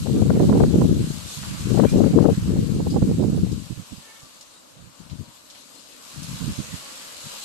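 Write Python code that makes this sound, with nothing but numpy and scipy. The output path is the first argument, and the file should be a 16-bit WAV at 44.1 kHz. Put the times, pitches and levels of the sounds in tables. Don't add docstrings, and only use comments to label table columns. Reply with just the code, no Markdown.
import sys
import numpy as np
from scipy import signal
from scipy.fft import rfft, irfft, next_fast_len
from scipy.io import wavfile
from scipy.ndimage import uniform_filter1d, minimum_filter1d, map_coordinates

SR = 44100
rng = np.random.default_rng(int(sys.argv[2]) if len(sys.argv) > 2 else 0)


def waveform_to_disk(signal):
    frames = np.transpose(np.atleast_2d(signal))
    scaled = np.clip(frames, -1, 1) * 32767
    samples = np.round(scaled).astype(np.int16)
    wavfile.write(sys.argv[1], SR, samples)


N = 328104

# f/Hz, relative level/dB
EDDY_SPECTRUM = [(30, -0.5), (160, 0), (290, -4.5), (480, -14), (750, -32), (1200, -47.5), (2000, -70),
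                 (4000, -106)]
# f/Hz, relative gain/dB
PORT_RESPONSE = [(15, -33), (40, -15.5), (80, -5), (130, 0.3), (180, 3.3), (270, 1.8), (370, 1), (425, 0),
                 (452, 6.5), (485, 2.5), (525, -.5), (560, 3.5), (660, -1), (1100, 2)]
# port, start of full strength t/s, hold/s, level/dB, swell/s, fade/s
GUST_EVENTS = [("left", .15, .72, -16.7, .19, .38), ("right", .165, .025, -18, .08, .06),
               ("right", .33, .34, -19, .06, .04), ("right", .4, .05, -15, .02, .03),
               ("right", .505, .075, -14, .02, .03), ("right", .755, .085, -14, .025, .04),
               ("right", .92, .1, -23.5, .05, .14), ("right", 1.49, .11, -30, .03, .35),
               ("left", 1.49, .02, -32, .1, .06), ("left", 1.785, .07, -12, .16, .022),
               ("left", 1.965, .08, -11.3, .07, .13), ("right", 1.9, .43, -26.5, .14, .1),
               ("left", 2.165, .135, -8.8, .022, .035), ("right", 2.48, .14, -22, .05, .06),
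               ("left", 2.49, .24, -19.5, .12, .2), ("right", 2.76, .06, -20.5, .06, .06),
               ("left", 2.88, .25, -20.3, .06, .2), ("right", 2.94, .04, -15.5, .04, .03),
               ("right", 3.08, .05, -18.5, .025, .04), ("right", 3.2, .09, -16, .04, .04),
               ("right", 3.33, .05, -18, .03, .08), ("left", 3.27, .28, -25.5, .05, .13),
               ("right", 3.43, .13, -33, .05, .04), ("right", 4.82, .06, -44, .12, .05),
               ("left", 5.01, .2, -46, .02, .06), ("left", 5.125, .035, -34, .03, .02),
               ("left", 6.17, .14, -33.5, .028, .12), ("right", 6.31, .42, -41, .1, .14),
               ("right", 6.43, .06, -24.5, .045, .04)]
# port, t/s, level/dB
PUFF_EVENTS = [("right", .01, -23), ("left", .22, -12), ("right", .255, -17), ("left", .275, -12),
               ("left", .303, -12), ("left", .495, -12), ("left", .606, -10.5), ("right", .62, -15),
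               ("left", .635, -11.5), ("right", .687, -17), ("left", .745, -13), ("left", .85, -9),
               ("right", .897, -17), ("left", .914, -12.5), ("left", 1.01, -17.5), ("left", 1.11, -27),
               ("left", 1.25, -32), ("right", 1.38, -28), ("right", 1.425, -28), ("right", 1.5, -27),
               ("left", 1.61, -25), ("left", 1.665, -23), ("left", 1.852, -12), ("left", 1.89, -23),
               ("left", 1.935, -12.5), ("right", 1.935, -16), ("right", 1.968, -13.5),
               ("left", 2.07, -13.5), ("right", 2.138, -12), ("left", 2.17, -9), ("right", 2.324, -17.5),
               ("left", 2.38, -17.5), ("right", 2.382, -20), ("right", 2.43, -21), ("left", 2.5, -17),
               ("left", 2.59, -16), ("left", 2.72, -15.5), ("right", 2.868, -19), ("right", 3.027, -13),
               ("left", 3.045, -14), ("left", 3.39, -21), ("left", 3.437, -13), ("left", 3.48, -22),
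               ("left", 3.52, -17.5), ("left", 3.577, -25), ("left", 3.65, -35), ("right", 3.713, -21),
               ("right", 3.778, -29), ("right", 3.803, -32), ("right", 3.927, -29), ("right", 3.985, -38),
               ("right", 4.235, -45), ("left", 5.01, -36), ("left", 5.123, -27.5), ("left", 5.2, -27),
               ("left", 5.223, -34), ("left", 5.28, -42), ("left", 6.195, -30), ("left", 6.303, -28),
               ("right", 6.335, -28), ("left", 6.495, -23.5), ("right", 6.52, -28), ("right", 6.595, -19),
               ("right", 6.74, -26), ("left", 7.258, -34)]
# port, t/s, relative strength/dB, length/s
HARD_EDDIES = [("left", .06, -30, .006), ("left", .072, -25, .004), ("left", .097, -30, .007),
               ("left", .148, -32, .005), ("left", .168, -29, .004), ("left", .197, -33, .004),
               ("left", .221, -27, .004), ("left", .304, -14, .004), ("left", .335, -32, .008),
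               ("left", .372, -29, .008), ("left", .399, -30, .004), ("left", .432, -27, .007),
               ("left", .497, -22, .007), ("left", .557, -24, .011), ("left", .606, -18, .007),
               ("left", .636, -20, .006), ("left", .744, -29, .008), ("left", .781, -30, .005),
               ("left", .849, -26, .004), ("left", .898, -33, .005), ("right", .258, -32, .005),
               ("right", .36, -31, .012), ("right", .405, -24, .006), ("right", .434, -29, .004),
               ("right", .53, -21, .007), ("right", .559, -25, .005), ("right", .577, -22, .004),
               ("right", .62, -27, .004), ("right", .638, -21, .005), ("right", .819, -19, .005),
               ("left", 1.749, -30, .005), ("left", 1.778, -21, .005), ("left", 1.799, -14, .005),
               ("left", 1.838, -19, .005), ("left", 1.85, -16, .004), ("left", 1.942, -28, .003),
               ("left", 1.967, -28, .004), ("left", 2.003, -22, .004), ("left", 2.042, -23, .004),
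               ("left", 2.067, -25, .004), ("right", 2.14, -29, .009), ("left", 2.189, -18, .005),
               ("left", 2.227, -24, .004), ("left", 2.245, -20, .003), ("left", 2.257, -15, .006),
               ("left", 2.287, -23, .004), ("left", 2.301, -24, .004), ("right", 2.33, -34, .009),
               ("left", 2.564, -32, .005), ("right", 2.566, -33, .007), ("right", 2.803, -28, .008),
               ("right", 2.87, -24, .007), ("right", 2.944, -27, .004), ("right", 2.968, -21, .009),
               ("right", 3.026, -24, .006), ("right", 3.114, -34, .005), ("right", 3.201, -30, .006),
               ("right", 3.224, -29, .004), ("right", 3.241, -28, .005), ("right", 3.377, -30, .004),
               ("left", 3.47, -38, .005), ("right", 6.596, -42, .005)]
# f/Hz, relative level/dB
CRACKLE_SPECTRUM = [(170, -20), (370, -3), (520, 1.5), (740, -2), (980, -6), (1200, -12), (1420, -19),
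                    (1800, -26), (2400, -43), (4000, -80)]
# port, t/s, peak level/dB
SNAP_EVENTS = [("left", .072, -26), ("right", .399, -25), ("right", .528, -17), ("left", .603, -20),
               ("right", .638, -15), ("right", .819, -20), ("left", 1.801, -13), ("left", 1.838, -19),
               ("left", 1.85, -14), ("left", 2.042, -20)]
# t/s, relative near rustle level/dB, relative far tree level/dB
BREEZE_LEVELS = [(0.0, -44, -58.5), (0.3, -45.7, -57), (0.52, -45.5, -55), (0.91, -46, -57),
                 (1.35, -41, -54), (1.84, -43.5, -51), (2.15, -46.5, -54), (2.92, -47.5, -60),
                 (4.14, -50, -62.5), (4.29, -52.5, -65.5), (4.74, -55.5, -67.5), (5.16, -54.5, -66.5),
                 (5.82, -51.5, -67.5), (5.98, -50, -63), (6.18, -44.7, -56), (6.4, -43, -53),
                 (7.21, -43.5, -54.5), (7.44, -41, -52)]
# t/s, left-over-right level/dB
RUSTLE_BALANCE = [(0.0, 1.0), (0.85, 2.5), (2.01, 0.5), (2.88, 3.5), (3.15, 1.5), (5.9, 6.0), (6.2, 1.5),
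                  (7.44, 2.0)]
# f/Hz, relative level per hertz/dB
LEAF_SPECTRUM = [(1000, -11), (2000, -14.5), (2800, -3), (3400, -3.5), (4050, 0.5), (5000, -2.5),
                 (5800, -4.5), (6600, -2), (8300, -2), (9300, -10), (10300, -10), (11600, -5.5),
                 (12300, -12), (12900, -39), (15000, -39)]
# f/Hz, relative level/dB
FAR_TREE_SPECTRUM = [(60, -52), (200, 2.5), (390, -5), (530, 4), (750, -3.5), (1050, 4.3), (1400, 2.3),
                     (1900, -1.5), (3000, -2), (6000, -20)]
# f/Hz, relative level/dB
DISTANCE_SPECTRUM = [(25, -20), (70, -13), (130, -14), (200, 5), (295, 9), (400, -2.5), (560, 7), (720, 0),
                     (1100, 3), (1800, -10.5), (4000, -28)]
# t/s, relative level/dB, band centre f/Hz, decay time/s
FLICK_EVENTS = [(1.43, -45, 1095, 0.032), (1.89, -45, 5522, 0.061), (2.902, -46, 5044, 0.02),
                (3.518, -43.5, 5182, 0.011), (4.409, -47.5, 5340, 0.019), (5.097, -53, 3556, 0.032),
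                (5.5, -47, 4430, 0.017), (5.548, -54, 2980, 0.031), (6.23, -42.5, 5940, 0.018)]
# t/s, length/s, start f/Hz, end f/Hz, direct level/dB
CHIRP_EVENTS = [(1.852, 0.075, 2320, 2480, -44), (2.893, 0.034, 4727, 4934, -44),
                (2.9, 0.058, 5150, 5140, -50), (4.21, .08, 1200, 1140, -57),
                (4.51, 0.118, 3820, 3800, -55.5), (5.23, .11, 955, 945, -58),
                (5.752, 0.055, 4220, 4150, -51)]
# t/s, length/s, fundamental f/Hz, resonance f/Hz, relative level/dB, pitch waver as a share
HONK_EVENTS = [(4.02, 0.21, 446, 1900, -60, .014), (6.755, 0.16, 277, 1000, -59.5, .009)]

CALM_DB = -68
EDGE_DB = 20
FADE_POWER = 1.65
PUFF_SWELL_S, PUFF_FADE_S = .018, .032
PUFF_DRIVE = .12
SLOWEST_OCT, FASTEST_OCT = -.9, 1.4
SURGE_OCT = .55
PORT_TOP_HZ = 1350
SNAP_S = .00019
RUSTLE_DB, FAR_DB = 3, 8.5
ECHO_DB = -2
TOP_HZ = 15600


def amp(db):
    return 10 ** (np.asarray(db) / 20)


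def unit(x):
    return x / np.sqrt(np.mean(x ** 2) + 1e-20)


def curves(rows):
    s, *cols = np.transpose(rows)
    return [np.interp(np.arange(N) / SR, s, c) for c in cols]


def wobble(rate):
    knots = rng.standard_normal(N // 20)
    return map_coordinates(knots, [np.arange(N) * rate / SR], mode="wrap")


def filtered(x, response):
    n = x.shape[-1]
    padded = next_fast_len(n + 8192)
    spectrum = rfft(x, padded) * response(np.fft.rfftfreq(padded, 1 / SR))
    return irfft(spectrum, padded)[..., :n]


def coloured(x, points):
    f, db = np.transpose(points)
    return unit(filtered(x, lambda hz: amp(np.interp(np.log(hz + 1), np.log(f), db))))


def patchy_noise(patchy_db):
    z = signal.stft(rng.standard_normal((2, N)), nperseg=512)[2]
    field = uniform_filter1d(rng.standard_normal(z.shape), size=7, axis=1)
    field = uniform_filter1d(field, size=12, axis=2)
    return signal.istft(z * amp(patchy_db * unit(field)), nperseg=512)[1][:, :N]


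def panned(x, pan_db):
    return x * amp(np.reshape([pan_db / 2, -pan_db / 2], (2, -1)))


def add(track, s, sound):
    part = track[..., round(s * SR):][..., :sound.shape[-1]]
    part += sound[..., :part.shape[-1]]


def at_port(rows, port):
    return [row[1:] for row in rows if row[0] == port]


def evened(x, first, second):
    power = uniform_filter1d(uniform_filter1d(x ** 2, size=first), size=second)
    return x / np.sqrt(np.abs(power) + 1e-9)


def buffet(port, full_db, lift_db, puff_db, octave_db=17, flutter_db=3.5, flutter_rate=210, bend=.55):
    gust_db, flow_db = wind(port)
    hard = tearing(port)
    surge = SURGE_OCT * np.sqrt(hard / hard.max())
    flutter = flutter_db * wobble(flutter_rate)
    octaves = (flow_db + bend * flutter - full_db) / octave_db + surge
    speed = 2 ** np.clip(octaves, SLOWEST_OCT, FASTEST_OCT)
    eddies = coloured(rng.standard_normal(2 * N), EDDY_SPECTRUM)
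    pressure = amp(flutter) * map_coordinates(eddies, [np.cumsum(speed)], mode="wrap")
    pressure = coloured(pressure, PORT_RESPONSE)
    pressure = filtered(pressure, lambda hz: 1 / (1 + (hz / PORT_TOP_HZ) ** 4))
    weakness = np.clip((full_db - gust_db) / 20, .4, .7)
    puffs = puff_db * weakness * wobble(45)
    rumble = amp(gust_db + puffs + lift_db * surge) * evened(pressure, 1600, 1000)
    return rumble + crackle(hard, flow_db)


def wind(port):
    gusts = amp(CALM_DB) ** 2
    for s, hold, db, rise, fall in at_port(GUST_EVENTS, port):
        gusts = gusts + (amp(db) * swell(s, hold, rise, fall)) ** 2
    puffs = 0
    for s, db in at_port(PUFF_EVENTS, port):
        puffs = puffs + (amp(db) * swell(s, 0, PUFF_SWELL_S, PUFF_FADE_S)) ** 2
    return 10 * np.log10(gusts + puffs), 10 * np.log10(gusts + PUFF_DRIVE * puffs)


def swell(s, hold, rise, fall):
    t = np.arange(N) / SR - s
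    before = (np.minimum(t, 0) / rise) ** 2
    after = (np.maximum(t - hold, 0) / fall) ** FADE_POWER
    return amp(-EDGE_DB * np.minimum(before + after, 10))


def tearing(port):
    out = np.zeros(N)
    t = np.arange(-SR // 25, SR // 25) / SR
    for s, db, length in at_port(HARD_EDDIES, port):
        add(out, s + t[0], amp(db) * np.exp(-(t / length) ** 2))
    return out


def crackle(hard, flow_db, gust_share_db=-25, grows=1.6, rough_db=4.2, hardest_db=-14, dull_oct=.7, trim_db=2):
    strongest_db = flow_db.max()
    steady_db = strongest_db + gust_share_db + grows * (flow_db - strongest_db)
    steady = amp(steady_db + rough_db * wobble(170))
    strength = np.hypot(hard, steady)
    relative = np.minimum(strength / amp(hardest_db), 1)
    speed = 2 ** (dull_oct * (np.sqrt(relative) - 1))
    small_eddies = coloured(rng.standard_normal(N), CRACKLE_SPECTRUM)
    passing = np.interp(np.cumsum(speed), np.arange(N), small_eddies)
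    return amp(trim_db) * strength * evened(passing, 260, 200)


def snaps(port):
    out = np.zeros(N)
    t = np.arange(-SR // 200, SR // 200) / SR
    u = t / SNAP_S
    for s, db in at_port(SNAP_EVENTS, port):
        pulse = u * np.exp((1 - u ** 2) / 2)
        add(out, s + t[0], rng.choice([-1, 1]) * amp(db) * pulse)
    return out


def foliage():
    rustle_db, far_db = curves(BREEZE_LEVELS)
    pan_db, = curves(RUSTLE_BALANCE)
    touching = rng.random((2, N)) < 1200 / SR * amp(rustle_db - rustle_db.max())
    contacts = unit(touching * rng.standard_normal((2, N)))
    hiss = coloured(patchy_noise(patchy_db=2.0) + amp(-6) * contacts, LEAF_SPECTRUM)
    near = panned(hiss * amp(rustle_db + RUSTLE_DB + .7 * wobble(17)), pan_db)
    far = coloured(patchy_noise(patchy_db=2.4), FAR_TREE_SPECTRUM) * amp(far_db + FAR_DB)
    distance = coloured(patchy_noise(patchy_db=3), DISTANCE_SPECTRUM) * amp(-56.0)
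    return near + panned(far + distance, pan_db=1.0)


def flicks():
    out = np.zeros((2, N))
    t = np.arange(SR // 5) / SR
    for s, db, hz, length in FLICK_EVENTS:
        band = lambda f: np.exp(-np.log((f + 1) / hz) ** 2 / 0.39)
        scratch = unit(filtered(rng.standard_normal((2, len(t))), band))
        envelope = (1 - np.exp(-t / 0.00067)) * np.exp(-t / length)
        add(out, s, amp(db + 6) * scratch * envelope)
    return panned(out, pan_db=1.0)


def birds():
    song = np.zeros(N)
    waver = 1 + 0.011 * wobble(260)
    for s, length, start_hz, end_hz, db in CHIRP_EVENTS:
        u = np.linspace(0, 1, round(length * SR))
        glide = start_hz + (end_hz - start_hz) * u
        pitch = glide * waver[round(s * SR):][:len(u)]
        whistle = np.sin(2 * np.pi * np.cumsum(pitch) / SR)
        add(song, s, amp(db) * np.sin(np.pi * u) * whistle)
    return song


def honks():
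    out = np.zeros(N)
    for s, length, pitch_hz, bright_hz, db, waver in HONK_EVENTS:
        t = np.arange(round(length * SR)) / SR
        partials = pitch_hz * np.arange(2, 9)[:, None]
        noise = rng.standard_normal((len(partials), len(t)))
        flutter = amp(3.5 * uniform_filter1d(noise, size=900) * np.sqrt(900))
        gains = flutter * (0.15 + 1.5 / (1 + ((partials - bright_hz) / 350) ** 2))
        clock = np.cumsum(1 + waver * wobble(118)[:len(t)]) / SR
        cycles = partials * clock + rng.random(partials.shape)
        buzz = np.sum(gains * np.sin(2 * np.pi * cycles), axis=0)
        add(out, s, amp(db) * np.sqrt(np.abs(np.sin(np.pi * t / length))) * buzz)
    return out


def through_trees(x):
    t = np.arange(SR // 3) / SR
    scatter = rng.standard_normal((2, len(t))) * np.exp(-t / 0.03)
    scatter = scatter / np.linalg.norm(scatter[0])
    echoes = signal.fftconvolve(x[None], scatter, axes=1)[:, :N]
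    return x + amp(ECHO_DB) * echoes


def scene():
    left = buffet("left", full_db=-12, lift_db=3, puff_db=2.3) + snaps("left")
    right = buffet("right", full_db=-13.4, lift_db=2.5, puff_db=2.5) + snaps("right")
    far_calls = through_trees(birds() + honks())
    return np.array([left, right]) + foliage() + flicks() + far_calls


def record(dry):
    needed = np.minimum(1, .9 / (np.abs(dry).max(axis=0) + 1e-9))
    gain = uniform_filter1d(minimum_filter1d(needed, size=400), size=400)
    return filtered(dry * gain, lambda hz: hz < TOP_HZ)


dry = scene()
out = record(dry)
waveform_to_disk(out)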